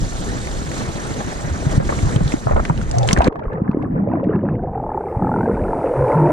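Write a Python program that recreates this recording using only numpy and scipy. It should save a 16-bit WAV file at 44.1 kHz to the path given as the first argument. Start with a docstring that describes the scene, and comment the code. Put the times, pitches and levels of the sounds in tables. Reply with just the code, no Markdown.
"""Camera pushed under at a beach

Wind lumps, surf wash and foam hiss are shaped noise; slaps, plops and drops on the case are damped tones.
At about 3.3 s the case goes under: the treble shuts off and swarms of random bubble pings gurgle.
A chain of evenly spaced two-tone bubbles leaves one air pocket; gliding tones ring in others.
Gain control ducks after loud blows."""
import sys
import numpy as np
from scipy import signal
from scipy.fft import rfft, irfft
from scipy.io import wavfile
from scipy.ndimage import uniform_filter1d

SR = 44100
rng = np.random.default_rng(int(sys.argv[2]) if len(sys.argv) > 2 else 0)


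def master_out(mix):
    """Clip the mix to full scale and print it as 16-bit PCM to the path in sys.argv[1]."""
    frames = np.transpose(np.atleast_2d(mix))
    ceiling = np.clip(frames, -1, 1)
    pcm = np.round(ceiling * 32767).astype(np.int16)
    wavfile.write(sys.argv[1], SR, pcm)


N = 278712
T_S = np.arange(N) / SR

# slow levels above the surface, before gusts and surges: t/s, wind/dB, wash/dB, foam/dB
AIR_LEVELS = [(0, -22.5, -30, -38), (0.7, -28, -28.5, -39), (1.2, -41.5, -25.5, -39.5),
              (1.5, -22.5, -27.5, -41.5), (2.1, -31, -25, -37), (2.42, -30, -33, -43.5),
              (2.8, -20, -29.5, -46.5), (3.05, -34, -31, -44), (3.285, -14, -16, -39.5)]
# slow levels below: t/s, rumble/dB, large bubbles/dB, their pitch f/Hz, middle/dB, small/dB (before bursts)
WATER_LEVELS = [(3.291, -45.5, -43, 184, -32.5, -43), (3.409, -40.5, -35, 172.5, -34.5, -54),
                (3.501, -31, -31.5, 140, -34, -41.5), (3.8, -33.5, -28, 262, -35.5, -42),
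                (3.95, -29.5, -23.5, 180, -34.5, -49), (4.299, -37, -21.5, 249, -27, -44.5),
                (4.499, -29, -21, 185, -28, -48), (4.699, -34.5, -30, 128.8, -30.5, -55),
                (5.109, -31, -41, 146, -29, -45.5), (5.201, -31.5, -22, 199, -29, -46),
                (5.45, -23.5, -22.5, 237, -25.5, -44), (5.802, -25.5, -33, 233, -24.5, -43),
                (6.06, -32.5, -46.5, 136, -23, -37), (6.28, -24, -23.5, 192, -17, -33)]
# single bubbles closing near the ports: t/s, peak level/dB, f/Hz
PLOP_EVENTS = [(1.799, -9, 532), (1.89, -11, 560), (1.923, -16.5, 1140), (2.158, -16.5, 500),
               (2.203, -17, 596), (2.469, -7.5, 650), (2.509, -6.5, 590), (2.533, -20, 700),
               (2.56, -12, 630), (2.574, -6.5, 560), (2.696, -9, 940), (3.163, -7.5, 1780),
               (3.188, -9, 774), (3.204, 1, 690), (3.268, -6, 504), (4.072, -17, 560), (4.135, -16.5, 706),
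               (4.17, -18.5, 643), (4.197, -23.5, 995), (4.293, -11, 439), (4.486, -27, 1360),
               (5.476, -11, 475), (5.495, -8.5, 460), (5.731, -13, 897), (5.841, -10.5, 529)]
AIR_END_S, WATER_START_S = AIR_LEVELS[-1][0], WATER_LEVELS[0][0]


def amp(db):
    """Amplitude factor of a level in dB."""
    return 10 ** (np.asarray(db) / 20)


def evened(x):
    """Scale to an RMS of 1."""
    return x / np.sqrt(np.mean(x ** 2) + 1e-20)


def read(points, hz):
    """Interpolate a frequency table on a log axis."""
    f, value = np.transpose(points)
    return np.interp(np.log(hz + 1), np.log(f + 1), value)


def at(points, s=T_S):
    """Interpolate a time table, end values held."""
    return np.interp(s, *np.transpose(points))


def levels(rows):
    """One gain curve per dB column: silent before the table, last row held."""
    s, *columns = np.transpose(rows)
    return [amp(np.interp(T_S, s, column, -200)) for column in columns]


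def bumps(rows, half_s):
    """Sum of bell-shaped lifts in dB, one for each row."""
    return sum(db * np.exp(-((T_S - s) / half_s) ** 2) for s, db in rows)


def add(mix, s, sound):
    """Add a two-channel sound at s, cut at the end of the mix."""
    part = mix[:, round(s * SR):][:, :sound.shape[1]]
    part += sound[:, :part.shape[1]]


def lowpass(x, order, hz):
    """Butterworth lowpass."""
    return signal.sosfilt(signal.butter(order, hz, fs=SR, output="sos"), x)


def noise(colour, size, patchy_db, flicker_db):
    """Two channels of random short-time spectra, with patches and a flicker shared by all bins."""
    # left-right coherence: f/Hz, coherence/1
    same = [(60, 0.97), (170, 0.55), (470, 0.76), (1300, 0.65), (10000, 0.39)]
    # phase by which the left port leads: f/Hz, lead/rad
    lead = [(550, 0.92), (1030, 2.3), (2300, 1.82), (3600, 0.3), (7200, -2)]
    # right port over left: f/Hz, level/dB
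    right_over_left = [(600, 0), (6000, 3)]
    hop, hz = size // 4, np.fft.rfftfreq(size, 1 / SR)
    a, b, c, d, patches = rng.standard_normal((N // hop + 5, len(hz), 5)).T
    flicker = evened(uniform_filter1d(patches[0], size=4))
    patches = uniform_filter1d(patches, size=8, axis=0)
    patches = evened(uniform_filter1d(patches, size=10, axis=1))

    like = np.clip(read(same, hz), -1, 1)[:, None]
    lag = np.exp(-1j * read(lead, hz))[:, None]
    left = a + 1j * b
    right = like * lag * left + np.sqrt(1 - like ** 2) * (c + 1j * d)
    z = np.array([left, right])
    z *= amp(np.outer([-.5, .5], read(right_over_left, hz)))[:, :, None]
    z *= amp(read(colour, hz)[:, None] + patchy_db * patches + flicker_db * flicker)
    return evened(signal.istft(z, nperseg=size, noverlap=size - hop)[1][:, :N])


def ping(hz, t60, rise_s, glide):
    """Damped tone, envelope peak 1; its frequency climbs by the share 2 * glide over t60 seconds."""
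    t = np.arange(round(t60 * SR) + 20) / SR
    shape = (1 - np.exp(-t / rise_s)) * amp(-60 * t / t60)
    return shape / shape.max() * np.sin(2 * np.pi * hz * t * (1 + glide * t / t60))


def struck(rows, rise_cycles, glide, late_ms, lag_ms):
    """Damped tones shortly after contact; the right port lags until water bridges the ports."""
    out = np.zeros((2, N))
    for s, db, hz, t60 in rows:
        tone = amp(db) * ping(hz, t60, rise_cycles / hz, glide)
        right_lag_ms = lag_ms * np.interp(s, [3.1, 3.3], [1, 0])
        add(out, s + late_ms / 1000, tone * [[1], [0]])
        add(out, s + (late_ms + right_lag_ms) / 1000, tone * [[0], [1]])
    return out


def slaps():
    """The case rings low under each slap; gulps below swell softly and stop short; plops ring higher."""
    # water slapping the case, large gulps below: t/s, peak level/dB, f/Hz
    slap_events = [(1.439, -16, 142), (1.506, -13, 78.5), (1.662, -3, 127), (1.773, 1.5, 140),
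                   (2.024, -6, 87.4), (2.156, -2, 127), (2.205, -6, 157), (2.253, -8.5, 134),
                   (2.335, -3, 278), (2.459, -11.5, 128), (2.696, -3.5, 141.4), (3.126, -0.5, 177),
                   (3.179, -1, 60.6), (3.277, 5.5, 275), (3.612, -6.5, 176), (3.686, -3.5, 192),
                   (3.74, -8.5, 322), (3.765, -8, 272), (3.789, -21, 270), (3.806, -20, 330),
                   (3.832, -16, 250), (4.344, -9, 172), (5.16, -11, 103)]
    # a hard slap is smothered by water; softer ones ring longer
    t60_cycles_at_0db, cycles_per_db = 6.7, 0.58
    plops = [(s, db, hz, 24 / hz) for s, db, hz in PLOP_EVENTS]
    knocks = [(s, db, hz, (t60_cycles_at_0db - cycles_per_db * db) / hz)
              for s, db, hz in slap_events if s < WATER_START_S]
    gulps = [(s, db, hz, 3.7 / hz) for s, db, hz in slap_events if s > WATER_START_S]
    out = struck(knocks, 0.033, 0.19, late_ms=4.2, lag_ms=0.98)
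    out += struck(plops, 0.16, 0.029, late_ms=1.4, lag_ms=0.77)
    out += struck(gulps, 0.69, 0.068, late_ms=6.0, lag_ms=0)
    return lowpass(out, 2, 1800)


def swarm(centre_hz, usual_hz, octaves, per_s, cycles, murmur, clump_db):
    """Bubbles of one size class pop in clumps around a centre pitch, a few loud; far ones blur to a murmur."""
    pops = amp(4.9 * np.minimum(rng.exponential(1, N), 4)) * (rng.random(N) < per_s / SR)
    kind, out = rng.integers(0, 14, N), np.zeros(N)
    clumps = uniform_filter1d(rng.standard_normal(N), size=1100)
    clumps = evened(uniform_filter1d(clumps, size=700))
    # 4.5 to 5.5 s: murmur grows sixfold; clumping vanishes at 5 s, then returns inverted
    calm = np.clip(T_S - 4.5, 0, 1)
    far = (1 + 5.0 * calm) * murmur * np.sqrt(per_s / 3000) * rng.standard_normal(N)
    drive = (pops + far) * amp(clump_db * (0.5 - 1.0 * calm) * clumps)
    for k, hz in enumerate(usual_hz * np.geomspace(.5, 2, num=14)):
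        share = .12 + np.exp(-.5 * (np.log2(hz / centre_hz) / octaves) ** 2)
        bubble = ping(hz, 3.5 * cycles / hz, 0.5 / hz, glide=0.07)
        out += signal.oaconvolve(drive * share * (kind == k), bubble)[:N]
    return out / np.sqrt(uniform_filter1d(out ** 2, size=7000) + 1e-12)  # level evened over 0.16 s


def chain():
    """Bubbles pinch off the pocket one after another, each with its tone and a higher one."""
    # runs of evenly spaced bubbles: first t/s, last t/s, gap/s
    runs = [(3.502, 3.61, .0195), (4.733, 4.81, .022), (4.838, 4.92, .026), (4.944, 5.08, .031),
            (5.125, 5.2, .023), (5.2225, 5.44, .0231), (5.457, 5.58, .028), (5.65, 5.9, .0275),
            (5.939, 6.05, .0265), (6.124, 6.31, .0255)]
    # lower tone before scatter: t/s, peak level/dB
    loudness = [(4.75, -23), (4.95, -16), (5.06, -27), (5.2, -20.5), (5.33, -14.5), (5.41, -19.5),
                (5.6, -25.5), (6.2, -18)]
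    # lower tone: t/s, f/Hz
    low_pitch = [(3.6, 503), (4.75, 800), (5.0, 794), (5.35, 852), (5.85, 850), (5.98, 946), (6.3, 930)]
    # higher tone: t/s, f/Hz
    high_pitch = [(5.22, 1210), (5.5, 1503), (5.7, 1360)]
    # higher tone relative to the lower: t/s, level/dB
    high_level = [(5.0, -19), (5.35, -9)]
    jitter_s, scatter_db = 0.0008, 1.8
    out = np.zeros((2, N))  # rows: lower, higher tones
    for first, last, gap in runs:
        for s, (low, high, late, loud) in zip(np.arange(first, last, gap), rng.standard_normal((20, 4))):
            gain = amp(at(loudness, s) + scatter_db * loud)
            start = s + jitter_s * (1 + 3 * (s > runs[-3][0])) * late  # the last runs stumble
            low_hz = at(low_pitch, s) * (1 + 0.033 * low)
            high_hz = at(high_pitch, s) * (1 + 0.051 * high)
            add(out, start, gain * ping(low_hz, 0.027, 0.0015, 0.068) * [[1], [0]])
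            add(out, start, gain * ping(high_hz, 0.024, .0025, 0.0096) * [[0], [1]])
    return out[0] + amp(at(high_level)) * out[1]


def water():
    """Rumble, swarms, chain and fizz; the ports differ until their trapped air is gone, then hear alike."""
    # large, middle, small: usual f/Hz, spread/octaves, rate/(1/s), ring/cycles (t60 is 3.5 times this),
    # murmur share/1, clumping/dB (at most half acts)
    size_classes = [(169.4, 0.73, 150, 8.8, 1, 4.5), (512.5, 0.59, 400, 9.6, 0.2, 1),
                    (1412, 0.62, 600, 10, 0.11, 2)]
    # pitch around which the small bubbles pop: t/s, f/Hz
    small_pitch = [(3.501, 966), (5.297, 1380)]
    # bursts of small bubbles over their slow level: peak t/s, lift/dB
    bursts = [(3.44, 9.5), (3.97, 6), (4.13, 7), (4.24, 3), (4.35, 9.5), (4.505, 9.5)]
    # fizz colour: f/Hz, relative level/dB per Hz
    fizz_colour = [(1940, -40), (3000, -7), (7300, -7), (8990, 0), (10500, -6), (13600, -30), (22000, -120)]
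    # fizz: t/s, level/dB
    fizz_swell = [(4.7, -83.5), (5.2, -68.5), (6.1, -58), (6.3, -54.5)]
    # side over mid, before settling: f/Hz, level/dB
    wide = [(60, -9.5), (330, 13.5), (1820, 23.5)]
    # gain on the side part: t/s, level/dB
    settling = [(3.799, -20.5), (4.352, -28.5), (4.8, -79)]
    rumble_colour = [(20, 17.5), (45, 7.5), (80, 20.5), (130, -54.5)]  # f/Hz, relative level/dB per Hz

    rows = np.array(WATER_LEVELS)
    rumble, *gains = levels(rows[:, [0, 1, 2, 4, 5]])
    gains[2] = gains[2] * amp(bumps(bursts, half_s=0.04))
    centres_hz = [at(rows[:, [0, 3]]), size_classes[1][0], at(small_pitch)]
    mid = chain()
    for gain, hz, row in zip(gains, centres_hz, size_classes):
        mid += gain * swarm(hz, *row)
    mid = lowpass(mid, 4, 2400)  # flooded ports dull the bubbles
    mid += rumble * noise(rumble_colour, size=2048, patchy_db=6.0, flicker_db=-4.0)[0]
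    mid += levels(fizz_swell)[0] * noise(fizz_colour, size=512, patchy_db=.5, flicker_db=.5)[0]

    # other bubbles at each port: the mix from 0.16 s ahead, opposite in the two channels
    other = np.roll(mid, -7000) * (mid != 0)
    side = irfft(rfft(other) * amp(read(wide, np.fft.rfftfreq(N, 1 / SR))), N)
    side *= amp(at(settling))
    return np.array([mid + side, mid - side])


def plunge():
    """A swarm churned up as the case breaks the surface, a little later at the right port."""
    # churned bubbles: t/s, level/dB
    churn_level = [(2.9, -30), (2.97, -25), (3.08, -22.5), (3.15, -33.5), (3.23, -26), (3.28, -35),
                   (3.34, -200)]
    churn = levels(churn_level)[0] * swarm(650, 650, 0.28, 355, 36.0, 0.3, 11)
    return np.array([churn, np.roll(churn, 30)])


def pockets():
    """Air pockets kept ringing by the churn: narrow gliding tones, wavering like a blown bottle."""
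    # ringing pockets: start t/s, end t/s, level/dB before the waver, first f/Hz, last f/Hz
    pocket_events = [(2.023, 2.088, -16.5, 98, 158), (2.9, 3.123, -17.5, 116.5, 124.7),
                     (2.93, 2.986, -31.5, 777, 697), (2.995, 3.073, -24.5, 564, 512),
                     (2.995, 3.066, -24, 806, 750), (3.075, 3.143, -29.5, 1038, 1080),
                     (3.205, 3.241, -20.5, 907, 1070), (3.21, 3.267, -19.5, 741, 777),
                     (3.895, 3.947, -18, 226, 193), (3.97, 4.059, -20, 180.4, 206.6),
                     (6.03, 6.309, -23, 850, 935), (5.885, 5.974, -20.5, 494, 476),
                     (5.94, 6.098, -23, 132, 129), (5.975, 6.149, -19, 493.6, 531.5),
                     (6.12, 6.296, -15, 155.8, 152.4), (6.195, 6.293, -16, 336, 349)]
    q, edge_share = 5.0, 0.4  # pitch over bandwidth; share of the length spent fading in and out
    out = np.zeros((2, N))
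    for start, end, db, first_hz, last_hz in pocket_events:
        count = round((end - start) * SR)
        turn = np.exp(2j * np.pi * np.cumsum(np.linspace(first_hz, last_hz, num=count)) / SR)
        r = np.exp(-np.pi * first_hz / q / SR)
        a, b = rng.standard_normal((2, 14000))
        waver = signal.lfilter([1], [1, -r], a + 1j * b)
        waver = signal.lfilter([1], [1, -r], waver)
        waver = 0.75 + waver[-count:] / np.sqrt(np.mean(abs(waver) ** 2))
        quarter = 1j ** (start < AIR_END_S)  # in air the right port lags a quarter cycle
        tone = (turn * waver * [[1], [1 / quarter]]).real
        add(out, start, amp(db) * signal.windows.tukey(count, edge_share) * tone)
    return out


def splashes():
    """Each plop above the surface throws a ragged noise splash that dies away."""
    # splash colour: f/Hz, relative level/dB per Hz
    splash_colour = [(150, -10.5), (500, -0.5), (1200, 1.5), (2300, -15.5), (4000, -47.5)]
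    below_plop_db, t60_s = -12, 0.12
    level = np.zeros(N)
    for s, db, _ in PLOP_EVENTS:
        level += (T_S > s) * amp(db + below_plop_db - 60 * abs(T_S - s) / t60_s)
    level = (T_S < AIR_END_S) * uniform_filter1d(level, size=120)
    return level * noise(splash_colour, size=256, patchy_db=4.0, flicker_db=3.5)


def drops():
    """Drops on the ports: a short ping louder on the right, a wide tick, a burst of spray at the pitch."""
    # drops and spray: t/s, ping peak level/dB, f/Hz
    drop_events = [(0.472, -25, 2070), (0.716, -25.5, 1870), (1.989, -25.5, 2160), (2.1613, -21, 3080),
                   (2.2776, -24, 3940), (2.321, -22, 2020), (2.5652, -23, 2080), (2.652, -18, 1990),
                   (2.7764, -29.5, 2820), (2.814, -25, 1430), (2.9128, -24.5, 7050), (2.984, -17.5, 6070),
                   (3.0308, -23.5, 3460), (3.076, -21.5, 7400), (3.0883, -11, 2990), (3.11, -14.5, 2040),
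                   (3.13, -4, 5900), (3.175, -14, 1610), (3.187, -24.5, 6500), (3.2192, -13, 2640),
                   (3.244, -18, 4060), (3.2758, -16, 2260), (3.325, -24.5, 990), (3.3565, -24, 1080),
                   (3.393, -24, 920), (3.4376, -37, 1500), (3.5314, -33.5, 1660), (3.713, -37, 2500),
                   (3.8241, -37, 2060), (4.24, -45, 2660), (4.357, -46.5, 2600)]
    out, n = np.zeros((2, N)), np.arange(1200)
    for s, db, hz in drop_events:
        wet = s > WATER_START_S  # below: weaker tick, slower ping
        tick, spray = rng.standard_normal((2, 2, 1200))
        tick_db = db + 1.5 + 5 * np.log2(hz / 5000) - 32 * wet - 0.21 * n
        add(out, s, amp(tick_db) * tick)
        add(out, s, amp(db) * ping(hz, 0.0079 + 14 / hz, 0.0001 + 0.00097 * wet, 0.059) * [[.6], [1]])
        resonance = ping(0.99 * hz, 3 / hz, .0001, 0)[None]
        spray = evened(signal.oaconvolve(spray, resonance, axes=1)[:, :1200])
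        add(out, s, amp(db - 5.0 - 0.044 * n) * spray)
    return lowpass(out, 6, 9000)


def air():
    """Wind lumps, the broad wash of the surf and the hiss of its foam, until the ports go under."""
    # wind colour: f/Hz, relative level/dB per Hz
    wind_colour = [(12, -16.5), (20, -5.5), (242, -20.5), (390, -33), (660, -120)]
    # wash colour: f/Hz, relative level/dB per Hz
    wash_colour = [(88, 0), (489, -9), (1000, -15), (1880, -17.5), (2600, -26.5), (3380, -37.5),
                   (5720, -120)]
    # foam colour: f/Hz, relative level/dB per Hz
    foam_colour = [(1350, 2), (2300, -31), (2910, 0.5), (3970, 4), (4960, 0.5), (6120, 4.5), (6950, 5),
                   (8900, -1.5), (10500, -11.5), (13600, -21.5), (22000, -120)]
    # gusts on the ports: peak t/s
    gusts = [1.82, 2.04, 2.22, 2.55]
    # small waves breaking close by lift wash and foam: peak t/s, lift/dB
    surges = [(0.78, 4.5), (1.7, 4), (2.33, 5.5), (3.11, 6.5)]
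    wind, wash, foam = levels(AIR_LEVELS)
    gust = amp(bumps([(s, 12.5) for s in gusts], half_s=0.073))  # 12.5 dB lift
    surge = amp(bumps(surges, half_s=0.045))
    above = uniform_filter1d(1. * (np.arange(N) < AIR_END_S * SR), size=300)
    out = wind * gust * noise(wind_colour, size=2048, patchy_db=2.5, flicker_db=1.0)
    out += wash * surge * noise(wash_colour, size=512, patchy_db=2.0, flicker_db=1.5)
    out += foam * surge * noise(foam_colour, size=256, patchy_db=2.0, flicker_db=1.2)
    return above * out


def scene():
    """Sum of all sources at the two ports."""
    return slaps() + water() + plunge() + pockets() + splashes() + drops() + air()


def record(dry):
    """Gain control ducks after loud blows, the treble most; soft overload, then the band limit."""
    bass_cut_hz, treble_hz, edge_hz = 27, 2500, 15500
    duck_from_db, recover_db_per_s = -16, 140
    low_share, treble_share = 0.43, 1  # dB of ducking per dB over
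    dry = signal.sosfilt(signal.butter(2, bass_cut_hz, "high", fs=SR, output="sos"), dry)
    power_db = 10 * np.log10(abs(uniform_filter1d((dry ** 2).mean(0), size=400)) + 1e-12)
    # peak hold that falls at a steady rate
    fall = T_S * recover_db_per_s
    held_db = np.maximum.accumulate(power_db + fall) - fall
    over_db = np.maximum(held_db - duck_from_db, 0)
    late_db = signal.lfilter([.003], [1, .003 - 1], over_db)
    low = signal.sosfiltfilt(signal.butter(2, treble_hz, fs=SR, output="sos"), dry)
    ducked = low / amp(low_share * late_db) + (dry - low) / amp(treble_share * late_db)
    soft = 1.598 * np.tanh(ducked / 1.27)
    band = signal.firwin(511, edge_hz, window=("kaiser", 9), fs=SR)
    return signal.oaconvolve(soft, band[None], "same")


dry = scene()
out = record(dry)
master_out(out)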